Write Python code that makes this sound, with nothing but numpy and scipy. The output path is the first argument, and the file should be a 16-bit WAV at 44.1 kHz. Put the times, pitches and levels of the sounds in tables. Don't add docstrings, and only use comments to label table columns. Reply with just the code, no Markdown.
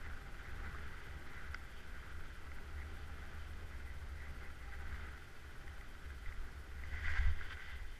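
import sys
import numpy as np
from scipy import signal
from scipy.fft import rfft, irfft, next_fast_len
from scipy.io import wavfile
from scipy.ndimage import uniform_filter1d, map_coordinates

SR = 44100
rng = np.random.default_rng(int(sys.argv[2]) if len(sys.argv) > 2 else 0)


def volts_from_db(level):
    exponent = np.asarray(level, float) / 20
    return 10 ** exponent


def dump_mix(stems):
    frames = np.atleast_2d(stems).T
    limited = np.clip(frames, -1, 1)
    pcm = np.round(limited * 32767).astype(np.int16)
    wavfile.write(sys.argv[1], SR, pcm)


N = 352359

# time in seconds, ring level in dB, ring frequency in Hz,
# side modes in dB relative to the ring, brightness in dB (burst relative to the ring, before a fixed lift).
CRACKS = [(0.0643, -40, 1570, -6, -25), (0.1346, -37, 1540, -6, -24), (0.5332, -41, 1540, -6, -25),
          (0.748, -32, 1250, -4, -25), (1.3783, -40, 2010, -8, -24), (1.545, -30, 1490, -1, -9),
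          (1.5465, -26, 1524, -0.5, -17), (2.0368, -41, 1330, -6, -24), (2.518, -38, 2050, -6, -23),
          (2.5855, -39, 1550, -1, -23), (2.9711, -40, 1530, -6, -24), (3.2276, -40, 1510, -6, -25),
          (3.74, -43, 2000, -10, -27), (3.801, -41, 2020, -10, -27), (3.877, -45, 2000, -10, -27),
          (4.205, -40, 2030, -8, -26), (4.7227, -46, 1950, -6, -21), (4.9455, -38, 2000, -3, -27),
          (5.1677, -49, 1450, -4, -27), (5.6795, -36.5, 1880, -2, -20), (5.8116, -38, 1960, -8, -15),
          (6.1045, -38, 1580, -7, -24), (6.2612, -35.5, 1970, -2, -38), (6.2901, -40, 1980, -10, -26),
          (6.325, -34.5, 2000, -10, -24), (6.8375, -32.5, 1980, -8, -27), (6.9292, -38, 2000, -10, -25),
          (6.9596, -36, 1990, -8, -24), (6.9941, -35, 1930, -4, -23), (7.0484, -32, 1980, -6, -27),
          (7.058, -30, 1960, -10, -22), (7.0813, -25.5, 1940, -3, -28), (7.102, -33, 1970, 0, -22),
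          (7.109, -30, 1980, -3, -24), (7.1175, -38, 1980, -4, -10), (7.1375, -30, 1960, 1, -24),
          (7.154, -36, 1980, -7, -24), (7.165, -34, 1490, -6, -26), (7.187, -36, 1980, -9, -25),
          (7.3907, -38, 1910, -8, -24), (7.4125, -26.5, 1560, -12, -29), (7.5074, -35, 1370, -2, -22),
          (7.525, -43, 1540, -2, -22), (7.545, -41, 1510, -8, -24), (7.5717, -34, 1510, -3, -23),
          (7.598, -39, 1990, -6, -25), (7.623, -38, 2010, -12, -27), (7.6985, -38, 1510, -8, -21)]
# start in seconds, dip length in seconds, dip in dB, ring in dB,
# lean as a share of full scale.
MOUNT_JOLTS = [(6.262, .01, -46, -46, .016), (7.06, .035, -28, -41, .018), (7.187, .017, -22.5, -31, -.012),
               (7.251, .018, -22, -28.5, .036), (7.322, .03, -32, -50, .012)]
# centre in Hz, width in Hz, relative level in dB.
GLIDE_MODES = [(1195, 140, -6.5), (1194, 197, -3.5), (1459, 283, 5)]
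# centre in Hz, width in Hz, relative level in dB.
BITE_MODES = [(795, 160, -19), (990, 200, -16.5), (1556, 135, -3), (1980, 126, 2), (2108, 305, -6),
              (2414, 250, -18.5), (3125, 220, -13.5), (3550, 186, -16.5), (4680, 320, -22)]
# centre in Hz, width in Hz, relative level in dB.
SPRAY_MODES = [(4540, 1800, 7.5), (6900, 4300, 6.5)]
# centre in Hz, width in Hz, relative level in dB.
MOUNT_MODES = [(73.73, 10.8, 0)]
# frequency in Hz, relative density in dB per Hz.
SWAY_SPECTRUM = [(3, -2.5), (8, 7), (30, -2), (45, -8), (62, -3.5), (90, -15), (200, -57), (600, -100),
                 (3000, -140)]
# frequency in Hz, relative density in dB per Hz.
GUST_SPECTRUM = [(60, -25.5), (95, -0.5), (125, 2.5), (180, -2), (260, -7), (400, -42), (3000, -44),
                 (9000, -80)]
# frequency in Hz, relative density in dB per Hz.
HISS_SPECTRUM = [(1500, -9), (2500, -7.5), (3200, -12.5), (3900, -6), (4800, -6), (6500, -9.5),
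                 (8240, -11.5), (11600, -13), (12500, -11.5), (13000, -28), (13800, -16), (14600, -14),
                 (15100, -38)]
# frequency in Hz, rms depth in dB.
FLICKER_DEPTH = [(6000, 0), (9000, 1.4), (12500, 1.7)]
# centre in Hz, width in Hz, relative level in dB (of one pass).
CRACK_MODES = [(2950, 760, 3), (3530, 250, -1), (4740, 610, -2), (5900, 550, 1), (7250, 1400, -5)]
# frequency in Hz, relative density in dB per Hz.
ROAR_SPECTRUM = [(150, -20.5), (280, -2.5), (400, -0.5), (480, -5.5), (1000, -10), (2500, -14.5),
                 (5000, -44), (10000, -66)]
# centre in Hz, width in Hz, relative level in dB (of one pass).
WHISTLE_MODES = [(395, 50, -2), (801.3, 52, 1.5)]
# time in seconds, relative level in dB.
BASE_WEIGHT = [(0.0, -56.5), (0.15, -53.5), (0.3, -58.5), (0.55, -55), (0.73, -52.5), (1.16, -58),
               (1.44, -52.5), (1.6, -59.5), (1.89, -57.5), (1.98, -55.5), (2.15, -55.5), (2.38, -59),
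               (2.71, -57.5), (2.85, -58), (3.22, -57), (3.61, -60.5), (3.73, -60), (4.03, -62.5),
               (4.4, -59), (4.6, -59), (4.95, -55.5), (5.17, -56), (5.25, -61), (5.65, -60), (6.3, -59),
               (6.72, -62), (7.05, -61), (7.09, -56), (7.13, -54), (7.155, -52), (7.185, -47), (7.2, -60),
               (7.26, -53), (7.29, -57), (7.36, -70), (7.42, -55), (7.495, -60), (7.512, -50), (7.535, -54),
               (7.55, -59), (7.6, -60), (7.7, -61), (7.99, -70)]
# peak in seconds, relative level in dB, length in seconds.
EDGE_CATCHES = [(0.06, -55.5, 0.063), (0.46, -59.5, 0.13), (0.66, -56, 0.081), (1.0, -61, 0.5),
                (1.38, -59, 0.18), (1.6, -64, 0.29), (2.0, -64, .2), (2.51, -67, 0.17),
                (2.81, -56.5, 0.076), (3.2, -64, 0.12), (3.74, -59, .05), (3.82, -66, 0.045),
                (3.9, -60, 0.089), (4.24, -58, 0.14), (4.45, -57.5, .08), (4.63, -61.5, 0.071),
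                (4.74, -55.5, 0.054), (4.96, -60, 0.29), (5.07, -61, .08), (5.17, -64, 0.08),
                (5.5, -78, 0.085), (5.68, -68, 0.13), (6.12, -63.5, 0.062), (6.28, -59, 0.058),
                (6.65, -80, .1)]
# time in seconds, relative load in dB, iciness in dB.
CARVE_LOAD = [(6.7, -74, 5), (6.83, -61, -5), (6.9, -60.5, 1), (6.93, -53, -3), (6.98, -50, -2),
              (7.02, -54.5, 1), (7.05, -46, -2), (7.065, -47, 5), (7.09, -44, -6), (7.125, -48, 1),
              (7.145, -49.5, 4), (7.16, -42.5, -2), (7.188, -43, 3), (7.196, -52.5, 0), (7.21, -49, 3),
              (7.26, -50, 2), (7.285, -52, 1), (7.31, -57.5, 4), (7.35, -58, 1), (7.385, -60, 4),
              (7.41, -55, 2), (7.495, -58, 6), (7.508, -50.5, 11), (7.517, -54, 5), (7.528, -51, 9),
              (7.56, -63, -2), (7.61, -53, 0), (7.66, -57.5, 5), (7.7, -54, 2), (7.77, -59, 5),
              (7.8, -61, -2), (7.9, -67.5, 7), (7.99, -64, 2)]
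# peak in seconds, relative level in dB, length in seconds.
MOUNT_SHAKES = [(0.0, -48.5, 0.41), (0.42, -50.5, 0.11), (0.66, -47, 0.45), (1.13, -45.5, 0.099),
                (1.33, -56, .1), (1.5, -47, 0.16), (1.93, -49.5, 0.17), (2.12, -46.5, 0.13),
                (2.34, -48, 0.071), (2.5, -48.5, 0.1), (2.8, -44, 0.37), (3.1, -50.5, 0.4),
                (3.5, -46, 0.74), (3.83, -47.5, 0.13), (4.08, -47, 0.64), (4.45, -57.5, 0.78),
                (4.92, -45, 0.47), (5.25, -59, 0.22), (5.47, -47.5, 0.096), (5.75, -64, .2),
                (6.1, -46.5, 0.18), (6.6, -51, 0.19), (6.85, -46.5, 0.43), (7.02, -39, 0.17),
                (7.52, -42, 0.082), (7.8, -59, .2)]
# peak in seconds, level in dB, length in seconds.
BODY_LURCHES = [(0.08, -48, 0.37), (0.69, -46.5, 0.55), (1.39, -46.5, 0.24), (1.93, -46, 0.076),
                (2.16, -45, 0.21), (2.57, -46.5, 0.11), (3.74, -54, .2), (4.88, -48, 0.33),
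                (5.7, -48.5, 0.34), (6.4, -42, 0.13), (6.95, -45.5, 0.36), (7.44, -39.5, 0.074),
                (7.8, -44.5, 0.27)]
# time in seconds, level in dB.
WIND_STRENGTH = [(0.0, -60.5), (0.5, -62.5), (0.63, -57), (1.0, -63.5), (1.15, -61.5), (1.8, -65),
                 (2.75, -63.5), (3.03, -61), (4.03, -64.5), (4.4, -61), (4.6, -66), (5.03, -60.5),
                 (5.25, -68), (5.6, -66), (6.9, -65), (7.2, -61), (7.4, -67), (7.99, -69.5)]
# time in seconds, level in dB.
RESTING_SWAY = [(0, -49.5), (2.6, -49), (4.9, -47.5), (5.15, -53), (5.5, -52), (5.65, -51.5), (6.5, -49.5),
                (7.3, -49), (7.99, -51)]
# peak in seconds, level in dB, length in seconds.
WHISTLE_SWELLS = [(0.2, -70.5, 0.95), (0.6, -70, .3), (1.2, -69.5, 0.34), (3.0, -69.5, 0.93),
                  (4.43, -69.5, 0.13), (4.78, -69, 0.33), (5.3, -76, .2), (5.7, -69, 0.19),
                  (7.15, -65, 0.15), (7.54, -83, .2)]


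def unit(x):
    return x / np.sqrt(np.mean(x ** 2) + 1e-20)


def steady(x, seconds):
    power = uniform_filter1d(x ** 2, int(seconds * SR))
    return unit(x / np.sqrt(np.abs(power) + 1e-12))


def along(points, hz):
    f, v = np.transpose(points)
    return np.interp(np.log(hz + 1), np.log(f + 1), v)


def curves(rows):
    s, *columns = np.transpose(rows)
    return [np.interp(np.arange(N) / SR, s, column) for column in columns]


def wobble(rate):
    return map_coordinates(rng.standard_normal(N // 100), [np.arange(N) * rate / SR])


def swells(rows, rise):
    t = np.arange(0, N, 64) / SR
    power = 0
    for s, db, length in rows:
        side = np.where(t < s, rise, 1 - rise) * length
        power = power + volts_from_db(db) ** 2 * np.exp(-2 * ((t - s) / side) ** 2)
    return np.interp(np.arange(N) / SR, t, np.sqrt(power))


def filtered(x, response):
    m = next_fast_len(N + SR // 2)
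    hz = np.fft.rfftfreq(m, 1 / SR)
    return irfft(rfft(x, m) * response(hz), m)[:N]


def coloured(spectrum):
    return unit(filtered(rng.standard_normal(N), lambda hz: volts_from_db(along(spectrum, hz))))


def body(modes):
    def response(f):
        total = 0
        for k, (centre, width, db) in enumerate(modes):
            damping = 1j * f * width
            total = total + (-1) ** k * volts_from_db(db) * damping / (centre * centre - f * f + damping)
        return total
    return response


def through_housing(x, modes):
    def response(hz):
        muffle = 1 / (1 + 1j * hz / 9000) ** 4 / (1 + (hz / 10500) ** 8)
        return body(modes)(hz) * muffle
    return filtered(x, response)


def crunch(share, spread_db, clump_db, clump_rate):
    chance, fine = rng.random((2, N)), rng.standard_normal((2, N))
    struck = chance[0] < 1500 / SR
    grains = struck * fine[0] * volts_from_db(spread_db * chance[1])
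    mixture = np.sqrt(share) * unit(grains) + np.sqrt(1 - share) * fine[1]
    return volts_from_db(clump_db * wobble(clump_rate)) * mixture


def base_glide():
    weight_db, = curves(BASE_WEIGHT)
    crystals = crunch(0.44, spread_db=14.0, clump_db=2.0, clump_rate=50)
    glide = steady(through_housing(crystals, GLIDE_MODES), .08)
    return volts_from_db(weight_db - 3.0 + 0.78 * wobble(9.9)) * glide


def edge_scrape():
    carve_db, _ = curves(CARVE_LOAD)
    catches = swells(EDGE_CATCHES, rise=0.53)
    load = np.sqrt(catches ** 2 + volts_from_db(-68) ** 2 + volts_from_db(carve_db) ** 2)
    crystals = crunch(0.22, spread_db=9, clump_db=1.4, clump_rate=70)
    scrape = steady(through_housing(crystals, BITE_MODES[:5]), .03)
    return volts_from_db(0.5) * load * scrape


def ice_rasp():
    weight_db, = curves(BASE_WEIGHT)
    carve_db, icy_db = curves(CARVE_LOAD)
    under_glide_db = -72 + 0.4 * (weight_db + 59.0) + 2.3 * wobble(9)
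    under_carve_db = -58 + 0.71 * (carve_db + 45.0) + icy_db
    strength = np.hypot(volts_from_db(under_glide_db), volts_from_db(under_carve_db))
    crystals = crunch(0.15, spread_db=22.0, clump_db=1.15, clump_rate=60)
    rasp = unit(through_housing(crystals, BITE_MODES[5:]))
    return volts_from_db(-2.0) * strength * rasp


def snow_spray():
    carve_db, _ = curves(CARVE_LOAD)
    full_db = uniform_filter1d(carve_db, SR // 10) + 44.5
    spray_db = -67.5 + full_db + 1.2 * wobble(20)
    crystals = crunch(0.43, spread_db=12, clump_db=1.0, clump_rate=60)
    return volts_from_db(spray_db) * unit(through_housing(crystals, SPRAY_MODES))


def body_sway():
    strength = np.hypot(swells(BODY_LURCHES, rise=0.44), volts_from_db(curves(RESTING_SWAY)[0]))
    return strength * steady(coloured(SWAY_SPECTRUM), 0.22)


def mount_tremble():
    def response(hz):
        return body(MOUNT_MODES)(hz) ** 2 / (1 + (hz / 84) ** 12)
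    tremble = steady(filtered(rng.standard_normal(N), response), 0.086)
    strength = np.hypot(swells(MOUNT_SHAKES, rise=0.4), volts_from_db(-63.5))
    return volts_from_db(-4.5) * strength * tremble


def head_wind():
    gust_db, = curves(WIND_STRENGTH)
    swell_db = 0.41 * wobble(6.5) + 0.78 * wobble(15)
    calm_db = roar_at_calm_db = -63.5
    roar_db = roar_at_calm_db + 0.52 * (gust_db - calm_db)
    gusts = volts_from_db(gust_db + swell_db) * steady(coloured(GUST_SPECTRUM), 0.23)
    roar = volts_from_db(roar_db + swell_db) * coloured(ROAR_SPECTRUM)
    return gusts + roar


def wind_whistle():
    narrow = filtered(rng.standard_normal(N), lambda hz: body(WHISTLE_MODES)(hz) ** 2)
    whistle = unit(narrow * volts_from_db(1.2 * wobble(18)))
    return np.hypot(swells(WHISTLE_SWELLS, rise=0.48), volts_from_db(-78)) * whistle


def hiss():
    hz, t, bins = signal.stft(coloured(HISS_SPECTRUM), SR, nperseg=512)
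    flicker = np.tanh(wobble(40))
    flicker = unit(flicker - uniform_filter1d(flicker, SR // 9))
    flicker = flicker[np.minimum((t * SR).astype(int), N - 1)]
    gain = volts_from_db(along(FLICKER_DEPTH, hz)[:, None] * flicker)
    return volts_from_db(-70.5) * signal.istft(bins * gain, SR, nperseg=512)[1][:N]


def ticks():
    dull, sharp = np.zeros(N + SR), np.zeros(N + SR)
    t = np.arange(SR // 20) / SR
    ring_shape = volts_from_db(-60 * t / .0125) * (1 - np.exp(-t / .001))
    side_decay = volts_from_db(-60 * t / .022)
    for s, db, hz, side_db, bright_db in CRACKS:
        start = round((s - .001) * SR)
        phase = 2 * np.pi * hz * t
        sides = np.sin(phase * (1.33 if hz < 1750 else .8))
        sides = sides + .3 * np.sin(phase * .64) + .2 * np.sin(phase * .37)
        ring = ring_shape * (np.sin(phase) + volts_from_db(side_db) * side_decay * sides)
        dull[start:][:len(t)] += volts_from_db(db) * ring
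        burst = rng.standard_normal(len(t)) * volts_from_db(-60 * t / 0.006)
        sharp[start:][:len(t)] += volts_from_db(db + bright_db + 10) * burst / np.abs(burst).max()
    upper = filtered(sharp[:N], lambda hz: body(CRACK_MODES)(hz) ** 2)
    return filtered(dull[:N] + upper, lambda hz: 1 / (1 + (hz / 9500) ** 8))


def hum():
    start_s, length_s, rise_s = 5.23, 0.49, 0.016
    t = np.clip(np.arange(N) / SR - start_s, 0, length_s)
    level_db = -60.5 - 17 * t + 3.7 * wobble(13)
    shape = np.tanh(t / rise_s) * np.tanh((length_s - t) / rise_s) * volts_from_db(level_db)
    hz = 117.4 + 31.4 * t
    return shape * np.sqrt(2) * np.sin(2 * np.pi * np.cumsum(hz) / SR)


def jolts():
    out, t = np.zeros(N + SR), np.arange(SR // 2) / SR
    next_starts = [row[0] for row in MOUNT_JOLTS[1:]] + [N / SR]
    for (s, dip_s, dip_db, ring_db, lean), next_s in zip(MOUNT_JOLTS, next_starts):
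        after = np.maximum(t - dip_s, 0)
        dip = -volts_from_db(dip_db) * np.sin(np.pi * np.minimum(t / dip_s, 1)) ** 2
        leaning = lean * np.sin(np.pi * np.minimum(after / (3.3 * dip_s), 1) ** .6)
        decay = volts_from_db(ring_db - 60 * after / .5) * np.tanh(after / .002)
        ring = decay * np.sin(2 * np.pi * MOUNT_MODES[0][0] * after)
        damped = volts_from_db(-60 * np.maximum(t + s - next_s, 0) / .06)
        out[round(s * SR):][:len(t)] += dip + leaning + ring * damped
    return filtered(out[:N], lambda hz: 1 / (1 + (hz / 150) ** 4))


def scene():
    snow = base_glide() + edge_scrape() + ice_rasp() + snow_spray()
    motion = body_sway() + mount_tremble()
    air = head_wind() + wind_whistle()
    return (snow + motion + air + hiss() + ticks() + hum() + jolts())[None]


def band_limit(x):
    return signal.sosfilt(signal.butter(12, 15280, fs=SR, output="sos"), x)


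def record(dry):
    return band_limit(dry)


dry = scene()
out = record(dry)
dump_mix(out)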